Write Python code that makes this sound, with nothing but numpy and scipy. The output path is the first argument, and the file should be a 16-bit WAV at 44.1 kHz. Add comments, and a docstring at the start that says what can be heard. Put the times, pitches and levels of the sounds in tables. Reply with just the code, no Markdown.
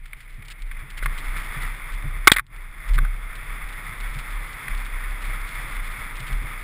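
"""A mountain bike runs down a snowy trail, heard from a camera in a plastic housing on the helmet.
At first wind and tyre hiss ring thinly in the housing, filling out as the bike gathers speed. Knocks
and bumps follow, the mount shakes at a low rate, eddies buffet the helmet and frozen snow crunches.
Near 2.3 s a hard rattle overloads the converter, whose slow sample-and-hold mirrors all sound into
the treble. The level dips briefly, then the rush returns and the ride runs on at speed."""
import sys
import numpy as np
from scipy import signal
from scipy.fft import rfft, irfft, next_fast_len
from scipy.io import wavfile
from scipy.ndimage import map_coordinates

SR = 44100
rng = np.random.default_rng(int(sys.argv[2]) if len(sys.argv) > 2 else 0)


def materialize(psi):
    """Save the field psi as 16-bit PCM at rate SR to the path in sys.argv[1].

    A 1-D psi becomes a single channel; in a 2-D psi each row is a channel.
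    """
    bounded = np.clip(np.atleast_2d(psi).T, -1, 1)
    quanta = np.round(bounded * 32767).astype(np.int16)
    wavfile.write(sys.argv[1], SR, quanta)


N = 292383


# resonances of the housing: pitch_hz, density_db
HOUSING_SPECTRUM = [(300, -31), (750, -16.5), (1000, -7.5), (1250, -1), (1600, -5.5), (1900, -0.5),
                    (2150, 2.5), (2450, -6), (2850, -19), (3150, -18), (3480, -9.5), (4000, -26),
                    (5200, -23.5), (6000, -35)]
# riding speed: time_s, speed_fraction
SPEED = [(0, 0.3), (.7, 0.44), (1.2, 1)]

def rush():
    """Cavity resonance: the housing colours smooth wind hiss and the fine grain of rolling tyres."""
    speed, = curves(SPEED)
    hiss = noise(HOUSING_SPECTRUM) * amp(0.89 * wobble(35))
    tread = coloured(grains(rate_hz=1500, spread_db=4), HOUSING_SPECTRUM)
    tread *= amp(1.4 * wobble(55) + 2.7 * wobble(19))
    full = unit(hiss + amp(-8) * tread)
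    thin = unit(focused(full, centre_hz=2470, depth_db=10.5, octaves=0.7))
    return dip() * amp(rush_level() + 0.19) * (speed * full + (1 - speed) * thin)


# strength of the rush of air and tyres: time_s, level_db
RUSH_LEVELS = [(0, -57.0), (0.1, -52.5), (0.45, -49), (0.66, -50), (0.9, -46), (1.15, -38), (1.55, -36),
               (1.85, -39.5), (2.26, -41.5), (2.57, -44), (2.71, -48), (2.87, -40), (3.12, -42),
               (3.45, -39.0), (4.3, -37.5), (5.0, -37.5), (5.8, -37.5), (6.63, -38.5)]
# rougher stretches: middle_s, lift_db, half_width_s
SURGES = [(.79, 5, 0.06), (1.37, 1, 0.044), (1.65, 4, 0.038), (3.54, 1.5, .05), (4.74, 0.5, .1),
          (5.29, 2.5, 0.087), (5.68, 2.5, 0.099), (5.99, 2, 0.082), (6.32, 2, .04), (6.49, 2.5, 0.048)]

def rush_level():
    """Flow and rolling noise rise with speed and surge on rough ground; their level in dB."""
    t = np.arange(N) / SR
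    surges_db = sum(lift_db * np.exp(-((t - s) / width) ** 2) for s, lift_db, width in SURGES)
    return curves(RUSH_LEVELS)[0] + surges_db


# knocks from the bike: start_s, level_db, chatter_s, centre_hz
KNOCKS = [(0.0586, -36, 0.0042, 2400), (0.132, -24, .003, 2300), (.205, -36, .003, 2400),
          (.424, -35, 0.0051, 2300), (0.713, -29.5, .008, 2200), (0.976, -30.5, .005, 2200),
          (1.026, -22, 0.0086, 1350), (1.059, -14, 0.0052, 1430), (1.363, -25.5, .006, 1800),
          (2.273, 9, .003, 1310), (2.276, 7.5, 0.0033, 2900), (2.2965, -17.5, 0.0073, 1700),
          (2.3175, 4.5, 0.0036, 3400), (2.3195, -6.5, 0.0015, 1790), (2.338, -25.5, 0.013, 1900),
          (2.363, -8, 0.0064, 2200), (2.372, -20.5, 0.0057, 1890), (2.384, -14, 0.0033, 1900),
          (2.394, -14, 0.0054, 1495), (2.98, -20.5, 0.0042, 1500), (2.9872, -13, 0.0012, 1480),
          (3.05, -24, 0.0027, 1490), (4.682, -21.5, 0.0039, 2300)]
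# modes that a knock excites: pitch_hz, level_db, t60_s
KNOCK_MODES = [(640, -15.5, 0.014), (857, -25, 0.089), (1130, -2.5, 0.032), (1270, -15, 0.0084),
               (1548, 3.5, 0.014), (1986, -8.5, 0.025), (2400, -7, 0.027), (3463, -10.5, 0.024),
               (3646, -16.5, 0.032), (5300, -22, .015)]
# chatter within a knock: pitch_hz, density_db
CHATTER_SPECTRUM = [(300, -20.5), (650, -18.5), (900, -20.5), (1100, -0.5), (1600, -1.5), (2250, 1.5),
                    (2800, -17.5), (3450, -5), (4300, -15), (6000, -22.5)]

def knocks():
    """Impact excitation: damped modes ring, the contact chatters, the struck spot favours one band."""
    track, t = np.zeros(N), np.arange(SR // 10) / SR
    chatter = noise(CHATTER_SPECTRUM)
    hz, mode_db, t60 = np.transpose(KNOCK_MODES)[:, :, None]
    attack = 1 - np.exp(-t / 0.00029)
    for start_s, level_db, chatter_s, centre_hz in KNOCKS:
        strength = amp(mode_db + rng.standard_normal(hz.shape)) * rng.choice([-1, 1], hz.shape)
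        modes = strength * np.sin(2 * np.pi * hz * t) * amp(-60 * t / t60)
        ring = attack * modes.sum(axis=0)
        rattle = hold_and_decay(t, chatter_s, t60_s=0.017) * chatter[round(start_s * SR):][:len(t)]
        padded = np.pad(amp(-3.5) * ring + amp(-5) * rattle, (len(t), 0))
        clack = focused(padded, centre_hz)[len(t):]
        add(track, start_s, amp(level_db) * clack)
    return track


# hard blows that reach the housing: start_s, level_db, pitch_hz
THUDS = [(1.027, -24.5, 400), (2.273, 3, 560), (2.3185, 0.5, 250), (2.363, -23, 500), (2.9872, -20, 250)]

def thuds(t60_cycles=2.1):
    """Heavy damping: the housing answers a hard blow with a dull thump of about two cycles."""
    track, t = np.zeros(N), np.arange(SR // 10) / SR
    for start_s, level_db, pitch_hz in THUDS:
        cycles = pitch_hz * t
        thump = np.sin(2 * np.pi * cycles) * amp(-60 * cycles / t60_cycles)
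        add(track, start_s, amp(level_db) * thump)
    return track


# bumps in the trail: start_s, level_db, length_s
BUMPS = [(.63, -27, .02), (1.03, -22.5, 0.057), (1.28, -24.5, 0.021), (1.57, -30, 0.098),
         (1.93, -25.5, 0.017), (2.07, -26.5, 0.093), (2.91, -14.5, 0.096), (4.03, -27, 0.037),
         (4.72, -22.5, 0.02), (5.09, -26, 0.025), (5.28, -28.5, 0.06), (5.78, -27, .04), (6.33, -23, 0.025)]
# irregular sway of the mount: pitch_hz, density_db
SWAY_SPECTRUM = [(5, 0.5), (18, -4.5), (30, -13), (42, -15.5), (60, -7), (120, -61)]

def mount(natural_hz=31.5):
    """Forced vibration: the trail shakes the springy mount near its natural frequency, more on bumps."""
    tremble = dip() * follow_rush(cruise_db=-33, slope=0.36) * unit(1.55 + wobble(20))
    jolts = swells(BUMPS, rise_s=0.13, t60_s=0.69)
    shake_hz = natural_hz + 2.64 * wobble(13)
    swing = np.sqrt(2) * np.sin(2 * np.pi * np.cumsum(shake_hz) / SR)
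    return np.hypot(tremble, jolts) * unit(swing + amp(-13) * noise(SWAY_SPECTRUM))


# strong eddies that hit the helmet: start_s, level_db, length_s
EDDIES = [(.385, -40, 0.01), (.825, -41, 0.017), (1.055, -36, 0.016), (1.34, -43, 0.031),
          (1.57, -36.5, .02), (2.035, -31, 0.024), (2.14, -40, 0.038), (2.95, -35, 0.082), (3.89, -41, .02),
          (4.16, -36, 0.014), (5.275, -41, .015), (5.99, -45, .015), (6.2, -39, .015), (6.3, -35, 0.013),
          (6.42, -38, .03)]
# low buffeting of the air: pitch_hz, density_db
BUFFET_SPECTRUM = [(30, -7), (55, 0), (80, -7.5), (105, -0.5), (118, -5), (134, 2.5), (155, -6.5),
                   (200, -21.5), (400, -28.5)]
# smoother roar of the air: pitch_hz, density_db
ROAR_SPECTRUM = [(80, -2.5), (200, 2), (350, -1.5), (600, -4), (900, -3.5), (2000, -18)]

def wind(doubling_db=-36):
    """Turbulence: eddies thump on the helmet in lumps over a smoother roar; both grow with the rush."""
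    eddies = swells(EDDIES, rise_s=0.04, t60_s=0.2)
    lumps = follow_rush(cruise_db=-48.5, slope=0.55) * unit(amp(1.2 * np.minimum(wobble(22), 1.3)))
    buffet = np.hypot(lumps, eddies) * noise(BUFFET_SPECTRUM)
    # an eddy at doubling_db doubles the power of the roar
    roar_gain = follow_rush(cruise_db=-51, slope=0.94) * np.hypot(1, eddies / amp(doubling_db))
    return buffet + dip() * roar_gain * noise(ROAR_SPECTRUM)


# patches of frozen snow breaking: start_s, relative_db, length_s
CRUNCHES = [(0.056, -49, .006), (0.205, -50.5, 0.01), (0.45, -47, 0.01), (0.483, -37, 0.0055),
            (0.501, -38, 0.024), (.621, -42, 0.005), (0.901, -38, 0.0098), (0.972, -35.5, 0.019),
            (1.036, -40, 0.014), (1.178, -34.5, .012), (1.368, -36, 0.0093), (1.621, -38.5, 0.011),
            (1.919, -41, 0.031), (2.333, -22, .004), (2.466, -48.5, 0.0026), (2.561, -50, 0.0074),
            (2.881, -40, 0.014), (2.934, -37, 0.027), (3.354, -43, 0.0099), (3.688, -43, .008),
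            (3.726, -43, 0.0089), (4.002, -38, 0.0084), (4.142, -41, .006), (4.187, -37, 0.014),
            (4.528, -41, .012), (4.747, -38, 0.0033), (4.77, -41, .01), (4.848, -40, 0.018),
            (5.221, -38, .008), (5.244, -41, 0.023), (5.48, -44, 0.013), (5.705, -45, .02),
            (6.155, -40, .015), (6.196, -35, 0.009), (6.265, -41, 0.024), (6.327, -34, .004)]
# loose grit under the tyres: time_s, relative_db
GRIT_LEVELS = [(0, -66), (.95, -66), (1.2, -60), (1.6, -52), (1.85, -68.5), (2.6, -73), (3.25, -76),
               (3.6, -66), (4.2, -56), (5.05, -60), (5.75, -53.5), (6.63, -62)]
# fractures in the crust: pitch_hz, density_db
CRUST_SPECTRUM = [(500, -30), (1500, 5), (3500, 6), (5000, -2), (6000, -7.5)]

def snow():
    """Brittle fracture: tyres break the crust in bright clusters of clicks; grit crackles between."""
    pressure, t = np.zeros(N), np.arange(SR // 10) / SR
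    for start_s, relative_db, length_s in CRUNCHES:
        add(pressure, start_s, amp(relative_db) * hold_and_decay(t, length_s, t60_s=0.021))
    grit_db, = curves(GRIT_LEVELS)
    grit = dip() * amp(grit_db + 2.5) * unit(amp(5.2 * np.minimum(wobble(50), 1.5)))
    fractures = coloured(grains(rate_hz=4000, spread_db=2.5), CRUST_SPECTRUM)
    return (amp(-4.5) * pressure + grit) * fractures


def follow_rush(cruise_db, slope, cruise_rush_db=-38):
    """Power law: a layer's gain moves from cruise_db by slope dB for each dB of rush."""
    return amp(cruise_db + slope * (rush_level() - cruise_rush_db))


def dip(start_s=2.42, depth_db=-22.5, fall_s=0.025, hold_s=0.047, return_s=0.075):
    """Attenuation: the level drops briefly after the hard knocks, holds and returns."""
    t = np.arange(N) / SR - start_s
    depth = np.minimum(1 + t / fall_s, 1 - (t - hold_s) / return_s)
    return amp(depth_db * np.clip(depth, 0, 1))


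def swells(rows, rise_s, t60_s):
    """Incoherent addition: events that rise, hold and die away sum in power to one envelope."""
    t, power = np.arange(N) / SR, np.zeros(N)
    for start_s, level_db, length_s in rows:
        fade = np.maximum((start_s - t) / rise_s, (t - start_s - length_s) / t60_s)
        power += amp(level_db - 60 * np.clip(fade, 0, 2)) ** 2
    return np.sqrt(power)


def hold_and_decay(t, hold_s, t60_s):
    """Exponential decay after a steady hold."""
    return amp(-60 * np.maximum(t - hold_s, 0) / t60_s)


def grains(rate_hz, spread_db):
    """Shot noise: impulses at random moments and of uneven size, at rms 1."""
    impulses = (rng.random(N) < rate_hz / SR) * rng.standard_normal(N)
    return unit(impulses * amp(spread_db * rng.standard_normal(N)))


def noise(spectrum):
    """Steady coloured noise at rms 1."""
    return coloured(rng.standard_normal(N), spectrum)


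def coloured(x, spectrum):
    """Spectral shaping by (pitch_hz, density_db) points, at rms 1."""
    pitch_hz, db = np.transpose(spectrum)
    return unit(filtered(x, lambda hz: amp(np.interp(np.log(hz + 1), np.log(pitch_hz), db, right=-120))))


def focused(x, centre_hz, depth_db=12, octaves=0.75):
    """Band emphasis: pitches far from centre_hz fall by depth_db."""
    distance = np.log2((np.fft.rfftfreq(len(x), 1 / SR) + 1) / centre_hz) / octaves
    return irfft(rfft(x) * amp(depth_db * (np.exp(-distance ** 2) - 1)), len(x))


def filtered(x, response):
    """Linear filtering: the spectrum times a frequency response."""
    size = next_fast_len(N + SR // 2)
    return irfft(rfft(x, size) * response(np.fft.rfftfreq(size, 1 / SR)), size)[:N]


def wobble(rate_hz):
    """Random modulation: a smooth curve through rate_hz knots a second."""
    knots = rng.standard_normal(int(N * rate_hz / SR) + 4)
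    return map_coordinates(knots, [np.arange(N) * rate_hz / SR])


def curves(rows):
    """Linear interpolation: one value per sample for each column after the time."""
    time_s, *columns = np.transpose(rows)
    return [np.interp(np.arange(N) / SR, time_s, column) for column in columns]


def add(track, start_s, sound):
    """Mix a sound into a track at start_s."""
    part = track[round(start_s * SR):][:len(sound)]
    part += sound[:len(part)]


def amp(db):
    """Decibels to gain."""
    return 10 ** (np.asarray(db) / 20)


def unit(x):
    """Scale to rms 1."""
    return x / np.sqrt(np.mean(x ** 2) + 1e-20)


def scene():
    """Superposition: all sources add at the one microphone inside the housing."""
    return (rush() + knocks() + thuds() + mount() + wind() + snow())[None]


def record(dry):
    """Spectral imaging: a slow converter clips and holds each sample, mirroring sound about its rate."""
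    hold_hz, cutoff_hz = 12000, 15350
    slow = signal.resample_poly(dry[0], hold_hz, SR, window=("kaiser", 8))
    held = np.repeat(np.clip(slow, -1, 1), 4)
    mirrored = signal.resample_poly(held, SR, 4 * hold_hz)[:N]
    return filtered(mirrored, lambda hz: 1 / np.sqrt(1 + (hz / cutoff_hz) ** 160))[None]


dry = scene()
out = record(dry)
materialize(out)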